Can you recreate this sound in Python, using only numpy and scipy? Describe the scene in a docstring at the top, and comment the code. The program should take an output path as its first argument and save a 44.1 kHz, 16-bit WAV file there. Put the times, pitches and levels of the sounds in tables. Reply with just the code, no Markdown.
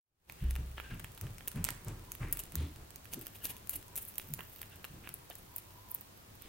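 """A small rabbit eating a dry stalk of hay in its cage, close to a hand-held stereo microphone.
Single fibres snap between its teeth, bundles tear in short crunches, each bite leaves crumbs ticking,
and the cage throws the cracks back. The stalk creaks as it is pulled in. Soft low thumps and scuffs
come about three times a second, then thin out. Behind it lies faint room hiss; the sound fades in."""
import sys
import numpy as np
from scipy import signal
from scipy.fft import rfft, irfft, next_fast_len
from scipy.io import wavfile
from scipy.ndimage import uniform_filter1d

SR = 44100
rng = np.random.default_rng(int(sys.argv[2]) if len(sys.argv) > 2 else 0)


def dump_mix(stems):
    """Bounce the given channels to the path in sys.argv[1] as a 16-bit WAV at rate SR."""
    frames = np.atleast_2d(stems).T  # one column per channel
    limited = np.clip(frames, -1, 1)  # hard clip at full scale
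    pcm = np.round(limited * 32767).astype(np.int16)
    wavfile.write(sys.argv[1], SR, pcm)


N = 285887
TIME = np.arange(N) / SR

# Levels are relative. Spectrum of room and microphone hiss: f/Hz, level/dB
HISS_SPECTRUM = [(15, -37), (25, -11), (107, 0.5), (126, -8), (200, -8), (222, -11.5), (425, -12),
                 (461, -13), (791, -13), (905, -14), (1180, -15), (2200, -20), (2520, -20), (10300, -25),
                 (15800, -23.5)]
# stereo image of that hiss: f/Hz, left-right correlation
ROOM_IMAGE = [(60, 1), (130, 0.84), (290, 0.13), (640, -0.25), (1400, -0.34), (3100, -0.17), (15000, -0.11)]
# stereo image close to the microphone: f/Hz, left-right correlation
CLOSE_IMAGE = [(100, 1), (250, 0.96), (600, 0.93), (2000, 0.54), (15000, 0.93)]
# puffs of faint thin whistle: peak t/s, half width/s, level/dB
WHISTLE_PUFFS = [(1.66, 0.094, -56), (2.087, 0.022, -57.5), (3.55, 0.027, -57.5), (3.92, 0.04, -60.5),
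                 (5.23, 0.024, -60.5), (5.534, .025, -56), (5.75, 0.059, -61), (5.903, 0.066, -57.5)]
# how busy the rabbit is; drives rustle, steady grinding and weak snaps: t/s, level/dB
ACTIVITY = [(0, -1.5), (1.3, 1.5), (2.6, 3.5), (3, -1), (4.3, -0.5), (5.3, -2), (6.2, -9), (6.48, -1.5)]
# spectrum of a dull brush: f/Hz, level/dB
BRUSH_SPECTRUM = [(100, -15), (220, -2), (380, 1.5), (650, -8.5), (1200, -9), (2200, -16), (4000, -23),
                  (9000, -24.5), (16000, -39)]
# spectrum of a papery rasp: f/Hz, level/dB
RASP_SPECTRUM = [(200, -14), (700, -14), (1200, -16), (1450, -6), (1650, 1), (2150, -2), (2600, -0.5),
                 (2950, 2), (3400, -1.5), (4200, -9.5), (8000, -46), (16000, -36)]
# something soft rubbing: t/s, fall/s, level/dB, factor on the rasp's frequencies
SCUFF_STROKES = [(.35, 0.16, -56.5, 0.97), (0.766, 0.025, -47, 0.99), (.828, 0.049, -55, .98),
                 (.893, 0.041, -48, 0.81), (1.541, .08, -52.5, .78), (1.66, 0.025, -46, 1.2),
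                 (2.19, 0.08, -45, 0.69), (2.555, 0.071, -49, 1.2), (3.42, .07, -53, 1.12),
                 (4.38, 0.031, -46.5, 0.59), (4.7, .04, -58, 1.02), (5.025, .06, -52, 0.86),
                 (5.303, 0.016, -47, 1.05), (6.37, 0.16, -57.5, 1.15)]
# padded blows: t/s, fall/s, thud level/dB, thud f/Hz, knock level/dB, brush level/dB, sway level/dB
BLOWS = [(.405, 0.048, -35, 119, -52.5, -61, -29.5), (.56, 0.063, -39, 129.4, -59, -56.5, -64),
         (.891, 0.08, -39, 126, -60, -60.5, -44), (1.21, .059, -34.5, 116.4, -61, -51, -43),
         (1.54, 0.054, -32.5, 166, -50.5, -49, -38), (1.68, .045, -43.5, 131, -61, -59, -62),
         (1.848, 0.066, -36, 115.6, -52, -46.5, -39.5), (2.19, 0.072, -35.5, 130, -46.5, -50, -36),
         (2.52, 0.062, -42, 193, -58, -54, -62), (2.58, 0.058, -37.5, 122, -44, -48.5, -60),
         (3.145, 0.042, -46, 116, -43, -55, -56), (3.734, 0.043, -48.5, 92.5, -53, -63, -60),
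         (4.28, .047, -39.5, 130, -70, -74, -64), (4.87, 0.15, -48.5, 130, -60, -61, -54),
         (5.298, 0.0074, -44, 610, -66, -50.5, -65)]
# boom under the heaviest blows: t/s, rise/s, fall/s, level/dB, f/Hz
BLOW_BOOMS = [(0.412, .05, 0.14, -24, 64.7), (1.559, 0.05, 0.042, -34.5, 90),
              (2.22, 0.026, 0.036, -34.5, 80.7), (2.556, 0.032, 0.056, -26.5, 76.3),
              (2.611, 0.022, 0.036, -34, 83.5)]
# time the cage takes to die away by 60 dB: f/Hz, decay/s
CAGE_DECAY = [(300, 0.69), (2000, 0.47), (8000, 0.41), (15000, 0.027)]
# the stalk creaking: t/s, fall/s, level/dB, factor on its resonances
STALK_CREAKS = [(.42, .04, -59, 1.03), (.768, 0.031, -48, 1.02), (.832, 0.036, -50, 0.97),
                (.875, .015, -55, 0.96), (.9, 0.022, -47.5, 0.98), (3.4, .06, -55, 1.02),
                (4.71, 0.029, -55.5, 0.98)]
# resonances of the creak: f/Hz, width/Hz, level/dB
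CREAK_MODES = [(1645, 80, 0.5), (2820, 170, -0.5)]
# spectrum of chewed fibres ticking: f/Hz, level/dB
TICK_SPECTRUM = [(500, -16), (2500, -5.5), (5500, -15), (10000, -6), (12500, -11), (14300, -8), (16000, -1)]
# sizzle of the stalk sliding between the teeth: t/s, level/dB
SIZZLE_LEVEL = [(0, -77), (3, -78), (3.4, -58), (3.9, -65), (4.1, -55.5), (4.6, -54), (4.75, -68),
                (5.7, -64), (6.48, -70)]
# resonances of stalk and mouth: f/Hz, width/Hz, level/dB
MOUTH_MODES = [(1800, 190, -7), (2640, 750, -0.5), (6400, 560, -11), (9300, 2100, -6)]
# snaps gain sheen as the rabbit lifts its mouth toward the microphone: t/s, level/dB near 14 kHz
SNAP_SHEEN = [(1.3, 1), (1.7, -1.5), (2.4, -0.5), (3.2, 4), (3.7, -1.5), (4.3, 1), (5.2, 1), (5.9, 6.5)]
# bundles of fibres tearing: peak t/s, half width/s, level/dB, woody part/dB
BUNDLE_TEARS = [(.508, 0.0039, -48, 0), (1.663, 0.01, -45, 0), (2.397, 0.0062, -33.5, -7.5),
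                (3.134, 0.0083, -39, -3), (3.222, 0.0053, -45.5, -3), (3.358, 0.0083, -46.5, -1),
                (3.452, 0.0089, -31, -10.5), (3.503, 0.0094, -37, -5.5), (3.709, 0.0065, -37.5, -17),
                (3.737, 0.0066, -36.5, -6.5), (3.76, 0.0055, -32, -12.5), (3.98, 0.0081, -32, -11),
                (4.024, 0.0085, -40, -20), (4.087, 0.0085, -41, -29), (4.534, 0.0082, -49.5, -10),
                (5.387, .005, -50, -14), (5.564, .005, -45, -12), (5.586, 0.0055, -45, -8),
                (5.911, 0.0034, -43, -28)]
# strong fibres breaking: t/s, treble level/dB, 7 kHz part/dB, woody part/dB, left over right/dB
STRONG_SNAPS = [(0.2982, -23.5, -9, 8, -4), (0.3227, -25, -6, 1, -8), (0.509, -14, -3.5, -5, 0),
                (0.5546, -19.5, -6, 7, -6), (0.5624, -23, -3, 9.5, -1), (0.7811, -34, -12, 24, -4),
                (0.8003, -24.5, -16, 16, -7), (0.9964, -23.5, -4, 7.5, -5), (1.0003, -24.5, -2, 7.5, 5),
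                (1.045, -24, 2.5, 11.5, -4), (1.177, -25, -8, 8, -6), (1.2123, -12.5, -5, -4, 1.5),
                (1.268, -29, -2, 11, -4), (1.383, -23.5, 4, -0.5, 4), (1.4077, -33, -5, 13.5, -6),
                (1.4762, -9, -17, 0, -2), (1.4816, -5.5, -7, -12.5, -2), (1.5166, -20, -1.5, -3, -3),
                (1.6424, -1.5, -0.5, -11, -1), (1.6493, -7.5, 2.5, -2.5, -5), (1.668, -27.5, -1, 14.5, -2),
                (1.6884, -12, 1.5, 7.5, -6), (1.7052, -8.5, -4, -6, 0.5), (1.8836, -21.5, 6, -3.5, 0),
                (2.119, -10, -3.5, -9, 0.5), (2.1511, -18, -19, 3.5, -3), (2.3265, 0.5, -10.5, -16.5, -2),
                (2.3304, -8.5, -7, -11, 5), (2.372, -9, -17, -12, -6), (2.3931, -11, -3, -14.5, 0),
                (2.437, -20.5, -2, -9, -6), (2.5216, -21, -4, -5, -2), (2.5552, -7, -3.5, -5.5, -2),
                (2.7607, -26.5, -4, 2, 0), (2.9058, -29, 3.5, 5.5, -9), (2.9593, -18.5, 0, -6.5, -5),
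                (3.055, -29.5, -7, 9, -8), (3.1357, -14, 3, -7, -8), (3.143, -13.5, -12, -3, 2),
                (3.2131, -20.5, -5, -3, 6), (3.2684, -15.5, -6, 2, -2), (3.4545, -11.5, -3, 0, 4),
                (3.4692, -19, -6, -8, -7), (3.5668, -20, -11, -2, 2), (3.673, -21, -8, -11, 9),
                (3.6947, -2, -9, -14.5, 3), (3.957, -11.5, -4.5, -6.5, -2), (3.963, -8, -9, -29, 3),
                (4.0509, -14, -20, -29, -1), (4.1566, -23, -2, -4, -2), (4.1821, -6, -7, -9, -5),
                (4.198, -20, -5, 5, -1), (4.3378, -6.5, -5.5, -13.5, -3), (4.3917, -33, -9, 21.5, -12),
                (4.4069, -21.5, -13, 9, -6), (4.6167, -12.5, -12, -1.5, -2), (4.6302, -22, -12, 4, -3),
                (4.8437, -20.5, -1, 9.5, -1), (4.8499, -14.5, -17, 3, 1), (5.0742, -25.5, -27, 14, -4),
                (5.091, -17, -8, 6, 2), (5.1409, -11, -15, -28, 4), (5.3005, -17.5, -10, -11, -5),
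                (5.354, -16.5, -7, -14, 1), (5.5627, -11, -13, -24, 3), (5.5823, -16, -4, -8, -2),
                (5.9154, -14.5, -33.5, -33, -1), (5.9443, -19, -21, -24, 4), (5.9479, -9, -20, -40, 1),
                (6.0102, -22, -13, -24, -3)]


def amp(db):
    """Decibels to gain."""
    return 10 ** (np.asarray(db) / 20)


def unit(x):
    """Scales to rms 1."""
    return x / np.sqrt(np.mean(x ** 2) + 1e-20)


def read(points, hz):
    """Joins (f/Hz, value) points on a log-frequency axis."""
    f, value = np.transpose(points)
    return np.interp(np.log(hz + 1), np.log(f + 1), value)


def curve(rows):
    """Gain over time from (t/s, level/dB) rows."""
    return amp(np.interp(TIME, *np.transpose(rows)))


def add(mix, s, sound):
    """Mixes a stereo sound in at time s."""
    part = mix[:, max(round(s * SR), 0):][:, :sound.shape[1]]
    part += sound[:, :part.shape[1]]


def colour(x, points, size=1024):
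    """Causal filter with the given (f/Hz, level/dB) shape."""
    log_gain = np.log(amp(read(points, abs(np.fft.fftfreq(size, 1 / SR)))))
    taps = np.fft.ifft(np.exp(np.conj(signal.hilbert(log_gain)))).real[:size // 2]
    return signal.fftconvolve(x, taps[None], axes=1)[:, :x.shape[1]]


def resonate(x, hz, q):
    """Rings one resonance."""
    return signal.lfilter(*signal.iirpeak(hz, q, SR), x)


def noise(shape_db, size, image=CLOSE_IMAGE):
    """Stereo noise of rms 1 with the spectrum shape_db(Hz), partly alike in both channels."""
    hz = np.fft.rfftfreq(size, 1 / SR)
    left, other = rfft(rng.standard_normal((2, size)))
    same = np.clip(read(image, hz), -1, 1)
    right = same * left + np.sqrt(1 - same ** 2) * other
    return unit(irfft(np.array([left, right]) * amp(shape_db(hz)), size))


def band(centre_hz, width_hz):
    """Shape in dB of a resonance passed twice."""
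    return lambda hz: -20 * np.log10(1 + ((hz - centre_hz) / width_hz) ** 2)


def swell(rise, fall, size=32768):
    """Smooth rise, then exponential fall."""
    t = TIME[:size]
    return np.sin(np.pi / 2 * np.minimum(t / rise, 1)) ** 2 * np.exp(-np.maximum(t - rise, 0) / fall)


def burst(x, envelope):
    """Noise under an envelope, holding just the envelope's energy."""
    return unit(x * envelope) * np.sqrt(np.mean(envelope ** 2))


def flutter(size, spread_db, window):
    """Gain that wanders at random, smoothed over a window of samples."""
    return amp(spread_db * unit(uniform_filter1d(rng.standard_normal(size), size=window)))


def crackle(size, per_s, spread_db, width):
    """Tiny fractures of very uneven strength; width sets how unlike the two channels are."""
    strength = amp(spread_db * np.minimum(rng.exponential(1, size), 3.5))
    breaks = rng.random(size) < per_s / SR
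    return strength * breaks * (rng.choice([-1, 1], size) + width * rng.standard_normal((2, size)))


def background(hiss_db=-53, hum_db=-63, hum_hz=100, whistle_hz=990):
    """The room behind the cage: steady hiss and rumble, a low hum, puffs of faint wavering whistle."""
    size = next_fast_len(N)
    hiss = noise(lambda hz: read(HISS_SPECTRUM, hz), size, ROOM_IMAGE)[:, :N]
    hum = np.sin(2 * np.pi * hum_hz * TIME)
    whistle = noise(band(whistle_hz, width_hz=55), size)[:, :N]
    puffs = sum(amp(db - 2) / (1 + ((TIME - s) / half) ** 2) for s, half, db in WHISTLE_PUFFS)
    return amp(hiss_db) * hiss + amp(hum_db) * hum + puffs * whistle


def dull_brush(size):
    """The noise of soft rubbing, heard close."""
    return noise(lambda hz: read(BRUSH_SPECTRUM, hz), size)


def rustle(brush_db=-64, rumble_db=-58):
    """Fur and bedding shifting under the busy animal: a lumpy dull brush over a low rumble."""
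    size = next_fast_len(N)
    lumps = flutter(N, spread_db=3, window=3000)
    brush = amp(brush_db) * dull_brush(size)
    rumble = amp(rumble_db) * noise(band(centre_hz=70, width_hz=90), size)
    return curve(ACTIVITY) * lumps * (brush + rumble)[:, :N]


def scuffs(rasp_db=-1, brush_db=-8):
    """Rubbing that catches and slips: a papery rasp, a little to the left, over a dull brush."""
    out, lean_left = np.zeros((2, N)), amp([[1], [-1]])
    for s, fall, db, shift in SCUFF_STROKES:
        stroke = swell(0.47 * fall, fall)
        catches = flutter(len(stroke), spread_db=2.5, window=130)
        papery = noise(lambda hz: read(RASP_SPECTRUM, hz / shift), len(stroke))
        rasp = burst(papery * catches, stroke)
        brush = burst(dull_brush(len(stroke)), stroke)
        add(out, s, amp(db + rasp_db) * rasp * lean_left + amp(db + brush_db) * brush)
    return out


def thumps(knock_hz=293, knock_lag_s=0.01197, sway_hz=37.3, size=32768):
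    """Padded blows: a low thud with a hollow knock, a dull brush and a deep sway; heavy ones boom."""
    out, t = np.zeros((2, N)), TIME[None, :size]
    sway = swell(rise=0.041, fall=0.13) * np.sin(2 * np.pi * sway_hz * t)
    for s, fall, thud_db, hz, knock_db, brush_db, sway_db in BLOWS:
        push = swell(0.53 * fall, fall)
        thud = burst(noise(band(hz, width_hz=0.29 * hz), size), push)
        knock = burst(noise(band(knock_hz, width_hz=63), size), push)
        brush = burst(dull_brush(size), push)
        add(out, s, amp(thud_db) * thud + amp(brush_db) * brush + amp(sway_db) * sway)
        add(out, s + knock_lag_s, amp(knock_db) * knock)
    for s, rise, fall, db, hz in BLOW_BOOMS:
        add(out, s, amp(db) * swell(rise, fall) * np.sin(2 * np.pi * hz * t))
    return out


def cage_echoes(x, early_db=-12, early_s=0.0059, tail_db=-12, size=16384, count=14):
    """A few quick echoes off the nearby walls and tray, then a short diffuse tail."""
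    early = np.zeros((2, size))
    delay = .0015 + early_s * rng.exponential(1, (2, count)).clip(0, 5)
    strength = rng.choice([-1, 1], delay.shape) * np.exp(-delay / early_s / 2)
    np.put_along_axis(early, (delay * SR).astype(int), strength, 1)
    hz, t, spectra = signal.stft(rng.standard_normal((2, size)), SR, nperseg=256)
    decay = amp(-60 * t / read(CAGE_DECAY, hz)[:, None])
    tail = signal.istft(spectra * decay, SR, nperseg=256)[1][:, :size]
    tail *= np.minimum(TIME[:size] / 0.0064, 1)
    response = (amp(early_db) * unit(early) + amp(tail_db) * unit(tail)) / np.sqrt(size)
    return signal.fftconvolve(x, response, axes=1)[:, :N]


def creaks(size=8192):
    """Quick slips of the stalk against the teeth ring its two narrow resonances."""
    out = np.zeros((2, N))
    for s, fall, db, shift in STALK_CREAKS:
        slips = crackle(size, per_s=1200, spread_db=2.8, width=0.53)
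        squeak = sum(amp(mode_db) * unit(resonate(slips, hz * shift, q=hz / width))
                     for hz, width, mode_db in CREAK_MODES)
        add(out, s, amp(db) * burst(squeak, swell(0.45 * fall, fall, size)))
    return out


def grinding(bites, steady_db=-59.5, crumb_db=-16, settle_s=0.055):
    """Chewed fibres tick faintly in the jaws; crumbs flare up after each bite and settle."""
    keep = np.exp(-1 / (settle_s * SR))
    recent_power = signal.lfilter([1 - keep], [1, -keep], np.mean(bites ** 2, axis=0))
    steady = amp(steady_db) * curve(ACTIVITY)
    level = np.sqrt(steady ** 2 + amp(crumb_db) ** 2 * recent_power)
    ticks = crackle(N, per_s=900, spread_db=4, width=1)
    return level * unit(colour(ticks, TICK_SPECTRUM))


def sizzle(hz=14300, width_hz=1300):
    """The stalk slides between the teeth with a thin, high crackle."""
    ticks = crackle(N, per_s=900, spread_db=4.2, width=1)
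    return curve(SIZZLE_LEVEL) * unit(resonate(ticks, hz, q=hz / width_hz))


def mouth_ring(x):
    """Adds the short ring of stalk and mouth."""
    return x + sum(amp(db) * resonate(x, hz, q=hz / width) for hz, width, db in MOUTH_MODES)


def microphone_lag(x, lag_s=0.000016):
    """The right microphone port hears the mouth a moment after the left."""
    size = next_fast_len(N)
    turn = np.exp(-2j * np.pi * np.fft.rfftfreq(size, 1 / SR) * lag_s)
    return np.array([x[0], irfft(rfft(x[1], size) * turn, size)[:N]])


def crunches(size=8192):
    """A bundle gives way in a swelling shower of tiny fractures."""
    out, t = np.zeros((2, N)), TIME[:size] - size / 2 / SR
    for s, half, db, wood_db in BUNDLE_TEARS:
        stalk = [(200, wood_db + 7), (900, wood_db - 1), (1700, wood_db - 5.5), (3000, wood_db + 0.5),
                 (5500, wood_db / 2 - 10), (9500, -5.5), (12000, 3), (14000, 2.5), (17000, -3.5)]
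        shower = colour(crackle(size, per_s=8000, spread_db=3.5, width=0.81), stalk)
        envelope = 1 / np.cosh(t / half * 1.25)
        add(out, s + t[0], amp(db) * burst(shower, envelope))
    return out


def weak_snap_rows(per_s=7, candidates=120):
    """Small fibres giving way at random moments, in the columns of STRONG_SNAPS."""
    when, chance = rng.random((candidates, 2)).T
    mean_db, spread_db = np.array([-28.5, -7, -4.5, -3]), np.array([3, 3, 5, 3])
    levels = mean_db + spread_db * rng.standard_normal((candidates, 4)).clip(-2, 2)
    rows = np.column_stack([when * TIME[-1], levels])
    rows[:, 1] += np.interp(rows[:, 0], *np.transpose(ACTIVITY))
    return rows[chance < per_s * TIME[-1] / candidates]


def snaps(rows, splinter_gain=1.85, splinter_s=0.00089, width=0.96, gain_db=1.5, size=512):
    """A fibre breaks by the microphone: a sharp click and brief splintering, coloured by the stalk."""
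    out, t = np.zeros((2, N)), TIME[:size]
    for s, db, mid_db, wood_db, pan_db in rows:
        splinters = rng.standard_normal((3, size)) * np.exp(-t / splinter_s)  # shared, left, right
        crack = splinter_gain * unit(splinters[0] + width * splinters[1:]) / np.sqrt(size)
        crack[:, 2] += 1  # the click
        crack /= np.linalg.norm(crack, axis=1, keepdims=True)
        sheen_db = np.interp(s, *np.transpose(SNAP_SHEEN))
        stalk = [(150, wood_db - 2), (600, wood_db - 4), (1400, wood_db - 0.5), (2900, wood_db - 3),
                 (4600, (wood_db + mid_db) / 2 - 3), (7200, mid_db),
                 (10500, -2 - sheen_db / 2), (13500, 4 + sheen_db), (16000, 1.5 + sheen_db)]
        sides_db = np.array([[pan_db], [-pan_db]]) / 2
        add(out, s, colour(crack, stalk) * amp(db + gain_db + sides_db))
    return out


def scene():
    """Close chewing and its echoes in the cage, over thumps, scuffs, rustle and the quiet room."""
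    surroundings = thumps() + scuffs() + background() + rustle()
    bites = microphone_lag(mouth_ring(snaps(STRONG_SNAPS) + crunches()))
    fine_crackle = grinding(bites) + sizzle()
    creaking = creaks()
    nibbles = microphone_lag(mouth_ring(snaps(weak_snap_rows())))
    chewing = bites + creaking + nibbles
    return chewing + cage_echoes(chewing) + fine_crackle + surroundings


def record(dry, top_hz=16050):
    """The microphone signal fades in quickly, holds at -4 dB and loses its highest treble."""
    fade_in = curve([(0, -55), (.1, -42), (.2, -30), (.27, -19), (.298, -4)])
    lowpass = signal.firwin(301, top_hz, window=("kaiser", 8), fs=SR)
    return signal.oaconvolve(dry * fade_in, lowpass[None], "same", axes=1)


dry = scene()
out = record(dry)
dump_mix(out)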